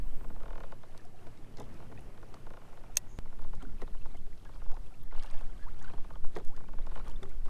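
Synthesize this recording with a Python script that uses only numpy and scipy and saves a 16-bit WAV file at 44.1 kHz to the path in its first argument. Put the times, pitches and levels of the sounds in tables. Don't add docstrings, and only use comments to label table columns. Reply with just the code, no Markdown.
import sys
import numpy as np
from scipy import signal
from scipy.fft import rfft, irfft, next_fast_len
from scipy.io import wavfile
from scipy.ndimage import uniform_filter1d, map_coordinates

SR = 44100
rng = np.random.default_rng(int(sys.argv[2]) if len(sys.argv) > 2 else 0)


def inscribe(sig):
    pcm = np.round(np.clip(np.atleast_2d(sig).T, -1, 1) * 32767)
    wavfile.write(sys.argv[1], SR, pcm.astype(np.int16))


N = 330309

# (time [s], peak level [dB], recovery time constant [s])
STEP = (3.1886, -27.5, 0.0083)


def amp(db):
    return 10 ** (np.asarray(db) / 20)


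def unit(x):
    return x / np.sqrt(np.mean(x ** 2) + 1e-20)


def curves(rows):
    s, *cols = np.transpose(rows)
    return [np.interp(np.arange(N) / SR, s, c) for c in cols]


def wobble(rate):
    knots = rng.standard_normal(int(N * rate / SR) + 4)
    return map_coordinates(knots, [np.arange(N) * rate / SR])


def even(x, window_s):
    power = uniform_filter1d(x ** 2, size=int(window_s * SR))
    return unit(x / np.sqrt(np.abs(power) + .05))


def filtered(x, response):
    m = next_fast_len(len(x) + SR)
    return irfft(rfft(x, m) * response(np.fft.rfftfreq(m, 1 / SR)), m)[:len(x)]


def coloured(x, spectrum):
    f, db = np.transpose(spectrum)
    return unit(filtered(x, lambda hz: amp(np.interp(np.log(hz + .1), np.log(f + .1), db))))


def rush(spectrum, patchy_db):
    z = signal.stft(rng.standard_normal(N + 512), nperseg=512)[2]
    field = uniform_filter1d(rng.standard_normal(z.shape), size=6, axis=0)
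    field = uniform_filter1d(field, size=10, axis=1)
    patchy = signal.istft(z * amp(patchy_db * unit(field)), nperseg=512)[1][:N]
    return coloured(patchy, spectrum)


def band(centre_hz, width_hz):
    return unit(filtered(rng.standard_normal(N), lambda hz: 1 / (1 + ((hz - centre_hz) / width_hz) ** 4)))


def add(track, s, db, sound):
    part = track[round(s * SR):][:len(sound)]
    part += amp(db) * sound[:len(part)] / np.max(np.abs(sound))


def ring(modes, tilt_db, scatter_db, lag):
    hz, db, t60 = np.transpose(modes)[:, :, None]
    t = np.arange(SR // 8) / SR
    level = db + tilt_db * np.log2(hz / 900) + scatter_db * rng.standard_normal(hz.shape)
    swell = 1 - np.exp(-(t * hz / lag) ** 2)
    return np.sum(amp(level - 60 * t / t60) * swell * np.sin(2 * np.pi * hz * t), axis=0)


def droplets(rate, pitch_hz, cycles, spread_db, rise):
    when, pitch, size = rng.random((3, int(rate * N / SR), 1))
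    hz = pitch_hz * 3 ** (2 * pitch - 1)
    k = np.arange(800)
    age = k * hz / SR
    grain = amp(-spread_db * np.log(size + 1e-4)) * np.exp(-age / cycles) * (1 - np.exp(-age))
    grain *= np.sin(2 * np.pi * age * (1 + rise * age / cycles))
    start = (when * N).astype(int)
    return unit(np.bincount((start + k).ravel(), grain.ravel(), N + 800)[:N])


def seat():
    # (time [s], peak level [dB])
    slips = [(.207, -46.5), (.244, -43), (0.301, -42.5), (.36, -44.5), (.403, -45), (.432, -41.5),
             (.457, -41), (.48, -43), (.504, -39.5), (.529, -41), (.554, -39.5), (.578, -40), (0.604, -39),
             (0.635, -37.5), (0.721, -37), (.833, -42.5), (0.945, -45.5), (1.8, -45.5), (1.824, -47),
             (1.922, -44), (2.145, -52), (2.176, -46.5), (2.228, -43.5), (2.466, -41), (2.504, -42),
             (2.536, -41.5), (2.57, -42.5), (2.616, -47.5), (2.676, -51), (2.727, -48.5), (2.773, -45),
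             (2.836, -45), (3.255, -45), (3.325, -46), (3.39, -44.5), (3.419, -45.5), (3.444, -43),
             (3.532, -41), (3.875, -44.5), (3.946, -45.5), (4.055, -41), (4.452, -47), (4.491, -45.5),
             (4.555, -47.5), (4.617, -44.5), (4.66, -47), (4.698, -44.5), (4.715, -44), (4.766, -42),
             (5.122, -41), (5.148, -43.5), (5.176, -42.5), (5.243, -44), (5.306, -50), (5.34, -57),
             (5.407, -42.5), (5.843, -54), (5.879, -51), (5.898, -43), (5.978, -43.5), (6.044, -44),
             (6.104, -39.5), (6.155, -42), (6.242, -40.5), (6.574, -44), (6.604, -45.5), (6.637, -47),
             (6.685, -44), (6.733, -42.5), (6.784, -42), (6.866, -39), (6.915, -41.5), (6.957, -37),
             (6.974, -38), (6.995, -40), (7.072, -43), (7.457, -47)]
    # (frequency [Hz], relative level [dB], t60 [s])
    hull = [(325, -6.5, 0.068), (472.7, 0.5, 0.059), (549, 0.5, 0.06), (657, 2, 0.045), (882.4, 3.5, 0.042),
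            (1084.7, 5.5, 0.033), (1232, 10, 0.018), (1408, 6, 0.023), (1810, 5, 0.0098), (2156, -7, 0.025),
            (2460, -8, 0.021), (3000, -10, 0.018), (3680, -13, 0.024), (4200, -17, 0.017)]
    # (brightness [dB per octave], boost below 800 Hz [dB])
    slip_colour = [(0, 3.5), (-3, -2.5)]
    out, t = np.zeros(N), np.arange(SR // 8) / SR
    for s, db in slips:
        tilt_db, boom_db = slip_colour[int(s > STEP[0])]
        modes = [(hz, level + boom_db * (hz < 800), t60) for hz, level, t60 in hull]
        body = ring(modes, tilt_db, scatter_db=1.2, lag=2.2)
        noise = uniform_filter1d(rng.standard_normal(len(t)), size=5)
        crack = amp(rng.normal(-8, 1.5) - 60 * t / .009) * noise
        add(out, s, db, body / np.max(np.abs(body)) + crack)
    return out


def knocks():
    # (time [s], peak level [dB], brightness [dB per octave], scuff decay time constant [s],
    # favoured pitch [Hz])
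    knock_rows = [(1.268, -42, -4, 0.0046, 700), (1.573, -47.5, -2, 0.0022, 2000),
                  (1.585, -40, -2, 0.0026, 420), (1.602, -36, -1, 0.0058, 700),
                  (1.62, -47.5, -2, .005, 250), (1.63, -48, -8, 0.0046, 650),
                  (1.899, -45.5, -7.5, 0.0047, 398), (1.916, -45.5, -1, 0.0033, 704),
                  (1.982, -47, 3, 0.0033, 750), (2.341, -39, 2.5, 0.00082, 1500),
                  (3.62, -40.5, -6, 0.011, 345), (3.818, -36, -2.5, 0.0014, 1580),
                  (3.822, -37.5, -3, 0.00083, 680), (3.833, -48, -2, 0.0019, 600),
                  (4.143, -43.5, -2, 0.0047, 495), (4.265, -51.5, 0, 0.0068, 400),
                  (5.936, -40, -3, 0.0016, 900), (6.348, -47, -5, 0.0033, 480),
                  (6.363, -29, -2, 0.0013, 523), (6.369, -38, 0, 0.00083, 1700),
                  (6.375, -35, -7, 0.0026, 678.5), (6.387, -39, -1, .003, 600),
                  (6.399, -43.5, -3.5, 0.0026, 750), (6.406, -46, -7, 0.0031, 500),
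                  (7.223, -46, 0, .003, 1000), (7.23, -39.5, 2, 0.0017, 1150), (7.462, -49, -6, .003, 380),
                  (7.482, -45, 4, .002, 1100)]
    # (frequency [Hz], relative level [dB], t60 [s])
    deck = [(203.6, -4.5, 0.059), (270.5, -3, 0.09), (413, 1.5, 0.069), (500, -1.5, 0.064),
            (686, 1.5, 0.037), (793, -4.5, 0.052), (954, -4.5, 0.039), (1145, -2.5, 0.014),
            (1660, -10, 0.019), (1943, -3.5, 0.017), (2730, -17.5, 0.013), (3440, -9, 0.015),
            (4970, -18, .01)]
    detune = .04
    favour_db, favour_octaves = 7, .5
    rub_gain_db, rub_s = -4, .008
    out, t = np.zeros(N), np.arange(SR // 25) / SR
    for s, db, tilt_db, length, favoured_hz in knock_rows:
        scuff = rng.standard_normal(len(t)) * np.exp(-t / length)
        ragged = rng.standard_normal(len(t) // 64 + 1).repeat(64)[:len(t)]
        noise = uniform_filter1d(uniform_filter1d(rng.standard_normal(len(t)), size=17), size=9)
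        rub = 2 * noise * amp(rub_gain_db + 4 * ragged) * np.exp(-t / rub_s)
        spot = []
        for hz, level, t60 in deck:
            favour = favour_db * np.exp(-(np.log2(hz / favoured_hz) / favour_octaves) ** 2)
            spot.append((hz * (1 + detune * rng.standard_normal()), level + favour, t60))
        body = signal.fftconvolve(scuff, ring(spot, tilt_db, scatter_db=1.2, lag=.6))
        add(out, s, db, body / np.max(np.abs(body)) + np.pad(rub, (0, len(body) - len(t))))
    return out


def ticks():
    # (time [s], starting rms level [dB], centre [Hz], spread [octaves]); gain is 1/e at twice the spread
    tick_rows = [(0.156, -55, 13500, 0.28), (0.9768, -50, 3800, 0.81), (1.051, -57.5, 6170, 0.55),
                 (1.27, -57.5, 3900, 0.42), (1.374, -58.5, 4900, 0.39), (1.571, -49.5, 4540, 0.31),
                 (1.582, -56, 4800, 0.26), (1.589, -61, 4500, 0.66), (1.599, -47.5, 5070, 0.77),
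                 (1.618, -55, 5300, 0.38), (1.641, -62, 4100, 0.34), (1.742, -60, 5500, 0.4),
                 (1.992, -59, 4700, 1), (2.007, -59, 9800, 0.2), (2.342, -53, 4600, 0.46),
                 (3.419, -59, 4900, 0.8), (3.5516, -56, 5000, 0.76), (3.626, -54.5, 5300, 0.75),
                 (3.8186, -52, 5400, 0.87), (4.1695, -55, 8400, 0.82), (4.377, -59.5, 3460, 0.32),
                 (4.449, -58, 3700, 0.54), (4.545, -60, 4700, 0.11), (4.715, -54, 4600, 1),
                 (4.742, -60, 4500, 0.31), (4.8623, -61, 3800, 0.83), (5.0325, -49, 14200, 0.12),
                 (5.165, -59, 4500, 0.41), (5.187, -55, 5100, 0.9), (5.196, -51, 3460, 0.3),
                 (5.225, -50.5, 4480, 0.35), (5.234, -49.5, 3900, 0.76), (5.2612, -53.5, 3800, 0.8),
                 (5.301, -54, 4150, 0.27), (5.311, -53, 7200, 0.36), (5.343, -57, 4400, 0.57),
                 (5.389, -57, 4900, 0.98), (5.411, -58, 3800, 0.82), (5.479, -64, 4900, 0.12),
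                 (5.7908, -58, 4050, 0.71), (5.825, -53, 6200, 0.2), (5.8435, -55, 3900, 0.88),
                 (6.354, -50, 4200, 0.39), (6.3615, -52, 3700, 0.66), (6.369, -48, 4300, 0.86),
                 (6.385, -57, 4500, 0.37), (6.449, -54, 7600, 0.77), (6.471, -55, 9700, 0.83),
                 (6.479, -56, 6300, 0.36), (6.5643, -54.5, 4440, 0.6), (6.866, -57, 3800, 0.7),
                 (6.954, -60, 3900, 0.69), (7.055, -61, 3500, 0.27), (7.0808, -50, 6700, 1.1),
                 (7.097, -53.5, 5400, 0.51), (7.112, -57, 6000, 0.98), (7.231, -52, 4700, 0.76),
                 (7.294, -59, 5260, 0.91), (7.451, -56, 6300, 0.55)]
    out, t = np.zeros(N), np.arange(1024) / SR
    hz = np.fft.rfftfreq(len(t), 1 / SR) + 1
    for s, db, centre_hz, octaves in tick_rows:
        bell = np.exp(-(np.log2(hz / centre_hz) / octaves / 2) ** 2)
        crack = irfft(rfft(rng.standard_normal(len(t))) * bell)
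        out[round(s * SR):][:len(t)] += amp(db - 60 * t / .021) * unit(crack)
    return out


def step_click():
    out = np.zeros(N)
    s, db, recovery = STEP
    add(out, s, db, np.exp(-np.arange(SR // 5) / SR / recovery))
    return out


def reel_catch():
    # (time [s], peak level [dB])
    snaps = [(2.956, -41.5), (2.9702, -7)]
    # (frequency [Hz], relative level [dB], t60 [s])
    frame = [(603, -20, 0.029), (1030, -24, .04), (1920, -35.5, 0.11), (2100, -24, .03), (2660, -8, 0.021),
             (3430, -20, 0.028), (3640, -11, 0.023), (4280, -16.5, 0.014), (4565, -10.5, 0.016),
             (5420, -15.5, 0.019), (6390, 9, 0.012), (6750, -15.5, 0.0354), (7980, -25.5, 0.024),
             (8400, -5, 0.014), (8560, -5.5, 0.019), (10070, -11.5, .022), (11240, -8, 0.0097),
             (13400, -10, 0.00486), (14000, -4, 0.025)]
    out, t = np.zeros(N), np.arange(SR // 8) / SR
    for s, db in snaps:
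        metal = ring(frame, 0, scatter_db=.8, lag=.3)
        bright_noise = np.convolve(rng.standard_normal(len(t)), [1, 0, -1], "same")
        add(out, s, db, metal + amp(-5 - 60 * t / .028) * bright_noise)
    return out


def reel_whirr():
    start_s, level_db, rise_s, fade_db_per_s = 3.08, -67, .015, 50
    now = np.arange(N) / SR
    turning = np.clip((now - start_s) / rise_s, 0, 1) * (now < STEP[0])
    gain = amp(level_db - fade_db_per_s * np.abs(now - start_s))
    return turning * gain * band(centre_hz=6600, width_hz=480)


def thin_hiss():
    end_s, fade_s, high_db, low_db = 0.59, 0.32, -67, -76.5
    running = np.clip((end_s - np.arange(N) / SR) / fade_s, 0, 1)
    high = amp(high_db) * band(centre_hz=14400, width_hz=1200)
    low = amp(low_db) * band(centre_hz=8340, width_hz=990)
    return running * (high + low)


def hull_water():
    # (time [s], level before lapping [dB])
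    wash_levels = [(0, -61), (.5, -62.5), (1.04, -62.5), (1.96, -62), (2.4, -62.5), (2.7, -61), (3.38, -64),
                   (4.0, -69), (4.4, -67.5), (5.0, -67.5), (5.3, -66), (5.6, -65.5), (6.34, -66),
                   (6.94, -62.5), (7.49, -66)]
    # (frequency [Hz], relative level [dB per Hz])
    wash_spectrum = [(210, -21), (350, -4.5), (450, -7), (590, -7), (725, -10.5), (845, -13.5), (3000, -22),
                     (3900, -48), (6600, -120)]
    # (frequency [Hz], relative level [dB per Hz])
    hiss_spectrum = [(1290, -39.5), (2200, -24), (3220, -1), (5220, -1.5), (5860, -2.5), (12600, -2.5),
                     (14700, -3), (15300, -15), (16000, -35)]
    wash_db, = curves(wash_levels)
    hiss_db = -70.5 + .058 * (wash_db - wash_db.mean())
    drops = droplets(rate=400, pitch_hz=2200, cycles=4.5, spread_db=2.5, rise=0)
    lap_db = 1.5 * wobble(9)
    wash = rush(wash_spectrum, patchy_db=.8) + amp(-7) * coloured(drops, wash_spectrum)
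    hiss = rush(hiss_spectrum, patchy_db=.4) + amp(-11) * coloured(drops, hiss_spectrum)
    return amp(wash_db + lap_db) * unit(wash) + amp(hiss_db + .4 * lap_db) * unit(hiss)


def bubbles():
    # (time [s], peak level [dB], start pitch [Hz], end over start pitch [ratio], length [s])
    bubble_rows = [(1.05, -50.5, 710, 0.98, 0.02), (3.275, -59, 1950, 0.94, 0.0057),
                   (3.651, -48.5, 1430, 1.13, .0076), (3.665, -45.5, 250, 1.17, 0.024),
                   (3.688, -60, 1380, 1.03, 0.017), (4.013, -57.5, 2650, 1, .01),
                   (4.153, -57, 2120, 1, .012), (4.327, -57.5, 1950, 1.1, .0087),
                   (4.604, -61.5, 1530, 1.3, 0.012), (4.731, -48.5, 700, 1.74, 0.032),
                   (4.937, -59.5, 2330, 1.3, .015), (5.112, -52, 2050, 1.06, 0.006),
                   (5.665, -47, 880, 1.96, 0.035), (6.136, -54, 1150, 1.2, 0.025),
                   (6.5, -53, 800, .95, 0.015), (6.515, -54.5, 770, 2.6, 0.052),
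                   (6.562, -60, 1650, 1.43, .016), (6.59, -59, 1120, 1.15, .02),
                   (7.047, -56, 1950, 1.14, 0.0072), (7.159, -53.5, 3480, 1.03, 0.009),
                   (7.223, -43.5, 387, 0.97, 0.035), (7.261, -50.5, 396, 0.87, 0.049),
                   (7.316, -57, 1446, 1.1, 0.018), (7.113, -56, 2900, 1.26, 0.0055)]
    pitch_waver, level_rasp = .012, .25
    fade_db = 7
    out = np.zeros(N)
    for s, db, start_hz, climb, length in bubble_rows:
        u = np.linspace(0, 1, int(length * SR))
        waver, rasp = unit(uniform_filter1d(rng.standard_normal((2, len(u))), size=120))
        pitch = start_hz * (1 + (climb - 1) * u ** 1.61) * (1 + pitch_waver * waver)
        tone = np.sin(2 * np.pi * np.cumsum(pitch) / SR)
        envelope = (1 - np.exp(-u / 0.017)) * (1 - u ** 6.1) * amp(-fade_db * u)
        add(out, s, db, (1 + level_rasp * rasp) * tone * envelope)
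    return out


def plinks():
    # (time [s], peak level [dB], pitch [Hz])
    plink_rows = [(0.996, -57, 1700), (1.19, -60, 2680), (1.374, -60, 2110), (1.976, -54, 1840),
                  (1.975, -51.5, 2450), (1.991, -58, 2580), (3.622, -57, 3100), (3.784, -62, 2480),
                  (3.933, -63, 1720), (3.972, -58, 2860), (4.098, -68, 4060), (4.129, -64, 2200),
                  (4.173, -58, 2950), (4.185, -66, 3300), (4.536, -63, 2300), (4.553, -63, 3200),
                  (4.603, -64.5, 2600), (4.714, -59, 2760), (4.863, -60.5, 2580), (4.87, -60, 3250),
                  (4.92, -60, 1330), (5.138, -54.5, 1410), (5.164, -59, 4400), (5.195, -51, 2900),
                  (5.206, -56, 2170), (5.263, -55, 2750), (5.275, -58, 1690), (5.308, -56, 2370),
                  (5.335, -58, 2600), (5.341, -55, 1660), (5.392, -57, 2590), (5.5, -62, 3200),
                  (5.629, -60, 4130), (5.685, -59, 1980), (5.798, -58, 3320), (5.847, -58, 3850),
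                  (5.899, -63, 3010), (5.905, -58, 2370), (5.921, -58, 3960), (6.155, -57, 3100),
                  (6.655, -62, 2300), (6.68, -60, 2940), (6.815, -63, 3400), (6.824, -59, 3750),
                  (6.954, -56, 2900), (7.253, -61, 1920)]
    cycles, rise = 8, .012
    out, t = np.zeros(N), np.arange(SR // 25) / SR
    for s, db, hz in plink_rows:
        age = t * hz / cycles
        envelope = np.exp(-age) * (1 - np.exp(-t * hz / 2))
        add(out, s, db, envelope * np.sin(2 * np.pi * hz * t * (1 + rise * age)))
    return out


def splashes():
    # (time of the peak [s], peak gain [dB], rise time constant [s], fall time constant [s])
    splash_rows = [(3.28, -80, 0.017, 0.0078), (3.63, -69, 0.029, 0.037), (3.819, -63.5, 0.021, 0.0077),
                   (4.15, -69.5, 0.32, 0.038), (4.55, -72.5, 0.11, 0.62), (5.16, -67, 0.044, 0.044),
                   (5.235, -62, 0.03, 0.049), (5.34, -66, 0.035, 0.14), (5.83, -67.5, 0.19, 0.24),
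                   (6.361, -66, 0.025, 0.02), (6.98, -63.5, 0.11, 0.033), (7.06, -65, 0.019, 0.067),
                   (7.23, -66, 0.0095, 0.059), (7.46, -62.5, 0.0043, 0.078)]
    # (frequency [Hz], relative level [dB per Hz])
    froth_spectrum = [(300, -32), (600, -11), (1200, 10), (2500, -6.5), (5000, -20), (9000, 1),
                      (14000, -40)]
    froth_db, gurgle_db, murmur_db = -5.5, 0.5, -77.5
    spray = droplets(rate=1100, pitch_hz=2000, cycles=4, spread_db=2.6, rise=.02)
    gurgle = droplets(rate=300, pitch_hz=1500, cycles=5, spread_db=1.8, rise=.04)
    spray += amp(froth_db) * amp(3 * wobble(70)) * rush(froth_spectrum, patchy_db=1.5)
    now = np.arange(N) / SR
    swell = np.zeros(N)
    for s, db, rise, fall in splash_rows:
        swell += amp(db) * np.exp(-np.abs(now - s) / np.where(now < s, rise, fall))
    mix = swell * spray + (amp(gurgle_db) * swell + amp(murmur_db)) * gurgle
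    return (now > STEP[0]) * mix


def gulls_and_bubble_tones():
    # (time [s], peak level [dB], start pitch [Hz], middle pitch [Hz], end pitch [Hz], length [s])
    tone_rows = [(3.592, -60, 1700, 2220, 2100, 0.025), (3.603, -50, 1415, 1336, 1160, 0.027),
                 (4.456, -53, 1680, 1630, 1560, 0.024), (4.52, -64, 1510, 1570, 1700, .02),
                 (5.216, -55, 1300, 1700, 1710, 0.021), (5.589, -58, 1450, 1540, 1660, 0.012),
                 (5.607, -51.5, 1636, 1684, 1550, 0.058), (5.809, -53, 1470, 1660, 2000, 0.013),
                 (5.832, -56, 1490, 1520, 1450, .01), (5.842, -43, 1540, 1473, 1400, 0.0084),
                 (5.854, -51, 1500, 1356, 1130, .012), (5.875, -47.5, 1480, 1590, 1500, 0.016),
                 (7.002, -49.5, 1080, 1395, 1200, 0.016), (7.055, -50, 1410, 1204, 1100, 0.024),
                 (7.076, -51, 1100, 1205, 1150, 0.017), (7.297, -56.5, 1900, 2140, 2400, .02)]
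    overtones = [13.5, -1.5, -6, -26]
    out = np.zeros(N)
    for s, db, start_hz, middle_hz, end_hz, length in tone_rows:
        u = np.linspace(0, 1, int(length * SR))
        pitch = np.polyval(np.polyfit([0, .5, 1], [start_hz, middle_hz, end_hz], 2), u)
        waver = 1 + .015 * unit(uniform_filter1d(rng.standard_normal(len(u)), size=150))
        phase = 2 * np.pi * np.cumsum(pitch * waver) / SR
        rasp = 1 + .5 * unit(uniform_filter1d(rng.standard_normal(len(u)), size=80))
        tone = sum(amp(level) * np.sin((k + 1) * phase) for k, level in enumerate(overtones))
        add(out, s, db, tone * rasp * np.sin(np.pi * u) ** 0.4)
    return out


def wind():
    # (time [s], slow sway level [dB], buffet level [dB], rumble level before its wobble [dB])
    wind_levels = [(0.0, -28.5, -33.5, -55), (0.16, -24, -43, -55), (0.48, -31.5, -37.5, -55.5),
                   (0.68, -31.5, -46.5, -56.5), (0.82, -36, -57, -59), (1.15, -37, -59, -57),
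                   (1.35, -38, -52, -55.5), (1.95, -38, -48, -53), (2.1, -40, -47.5, -57),
                   (3.09, -38, -45.5, -57.5), (3.46, -24, -44, -55), (3.8, -32.5, -39.5, -56.5),
                   (3.98, -26.5, -41.5, -59), (4.32, -28, -48.5, -57.5), (4.4, -48, -46.5, -57),
                   (4.71, -22.5, -37.5, -58), (4.94, -39.5, -54, -58.5), (5.05, -25, -42, -58),
                   (5.44, -22.5, -47.5, -58.5), (5.53, -32.5, -39, -58), (5.97, -21, -38, -54),
                   (6.11, -37.5, -35, -56.5), (6.24, -21, -40.5, -57.5), (6.7, -25.5, -45, -55.5),
                   (6.82, -29, -31.5, -58.5), (7.05, -26.5, -44, -53), (7.15, -25, -33, -54),
                   (7.22, -33.5, -50.5, -52.5), (7.41, -23, -28.5, -57.5), (7.49, -27, -56, -57)]
    # (frequency [Hz], relative level [dB per Hz])
    sway_spectrum = [(.5, -11), (1.3, -6), (2.7, 3.5), (6, -2), (8.5, -6), (15, -10), (20, -32), (40, -120)]
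    # (frequency [Hz], relative level [dB per Hz])
    buffet_spectrum = [(8, -120), (14, 4), (19, -7.5), (27, -9), (40, -18.5), (60, -22.5), (120, -120)]
    # (frequency [Hz], relative level [dB per Hz])
    rumble_spectrum = [(29, -36), (50, -9.5), (59, -7), (75, 0), (129, -0.5), (173, -5.5), (236, -7),
                       (450, -16.5), (580, -37.5), (990, -120)]
    sway_db, buffet_db, rumble_db = curves(wind_levels)
    sway = even(coloured(rng.standard_normal(N), sway_spectrum), window_s=.25)
    buffet = even(coloured(rng.standard_normal(N), buffet_spectrum), window_s=.1)
    lumps = unit(amp(1 * wobble(4)) * buffet)
    rumble = amp(1.2 * wobble(8)) * even(rush(rumble_spectrum, patchy_db=1), window_s=.2)
    return amp(sway_db) * sway + amp(buffet_db) * lumps + amp(rumble_db) * rumble


def scene():
    contacts = knocks() + ticks() + step_click()
    reel = reel_catch() + reel_whirr() + thin_hiss()
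    water = hull_water() + bubbles() + plinks() + splashes()
    return (seat() + contacts + reel + water + gulls_and_bubble_tones() + wind())[None]


def record(dry):
    # (frequency [Hz], gain [dB])
    mic_response = [(1, 0.5), (10000, -3), (13000, -6.5), (15300, -14.5), (16300, -35)]
    top_hz = 16300
    f, db = np.transpose(mic_response)
    return filtered(dry[0], lambda hz: amp(np.interp(hz, f, db)) * (hz < top_hz))[None]


dry = scene()
out = record(dry)
inscribe(out)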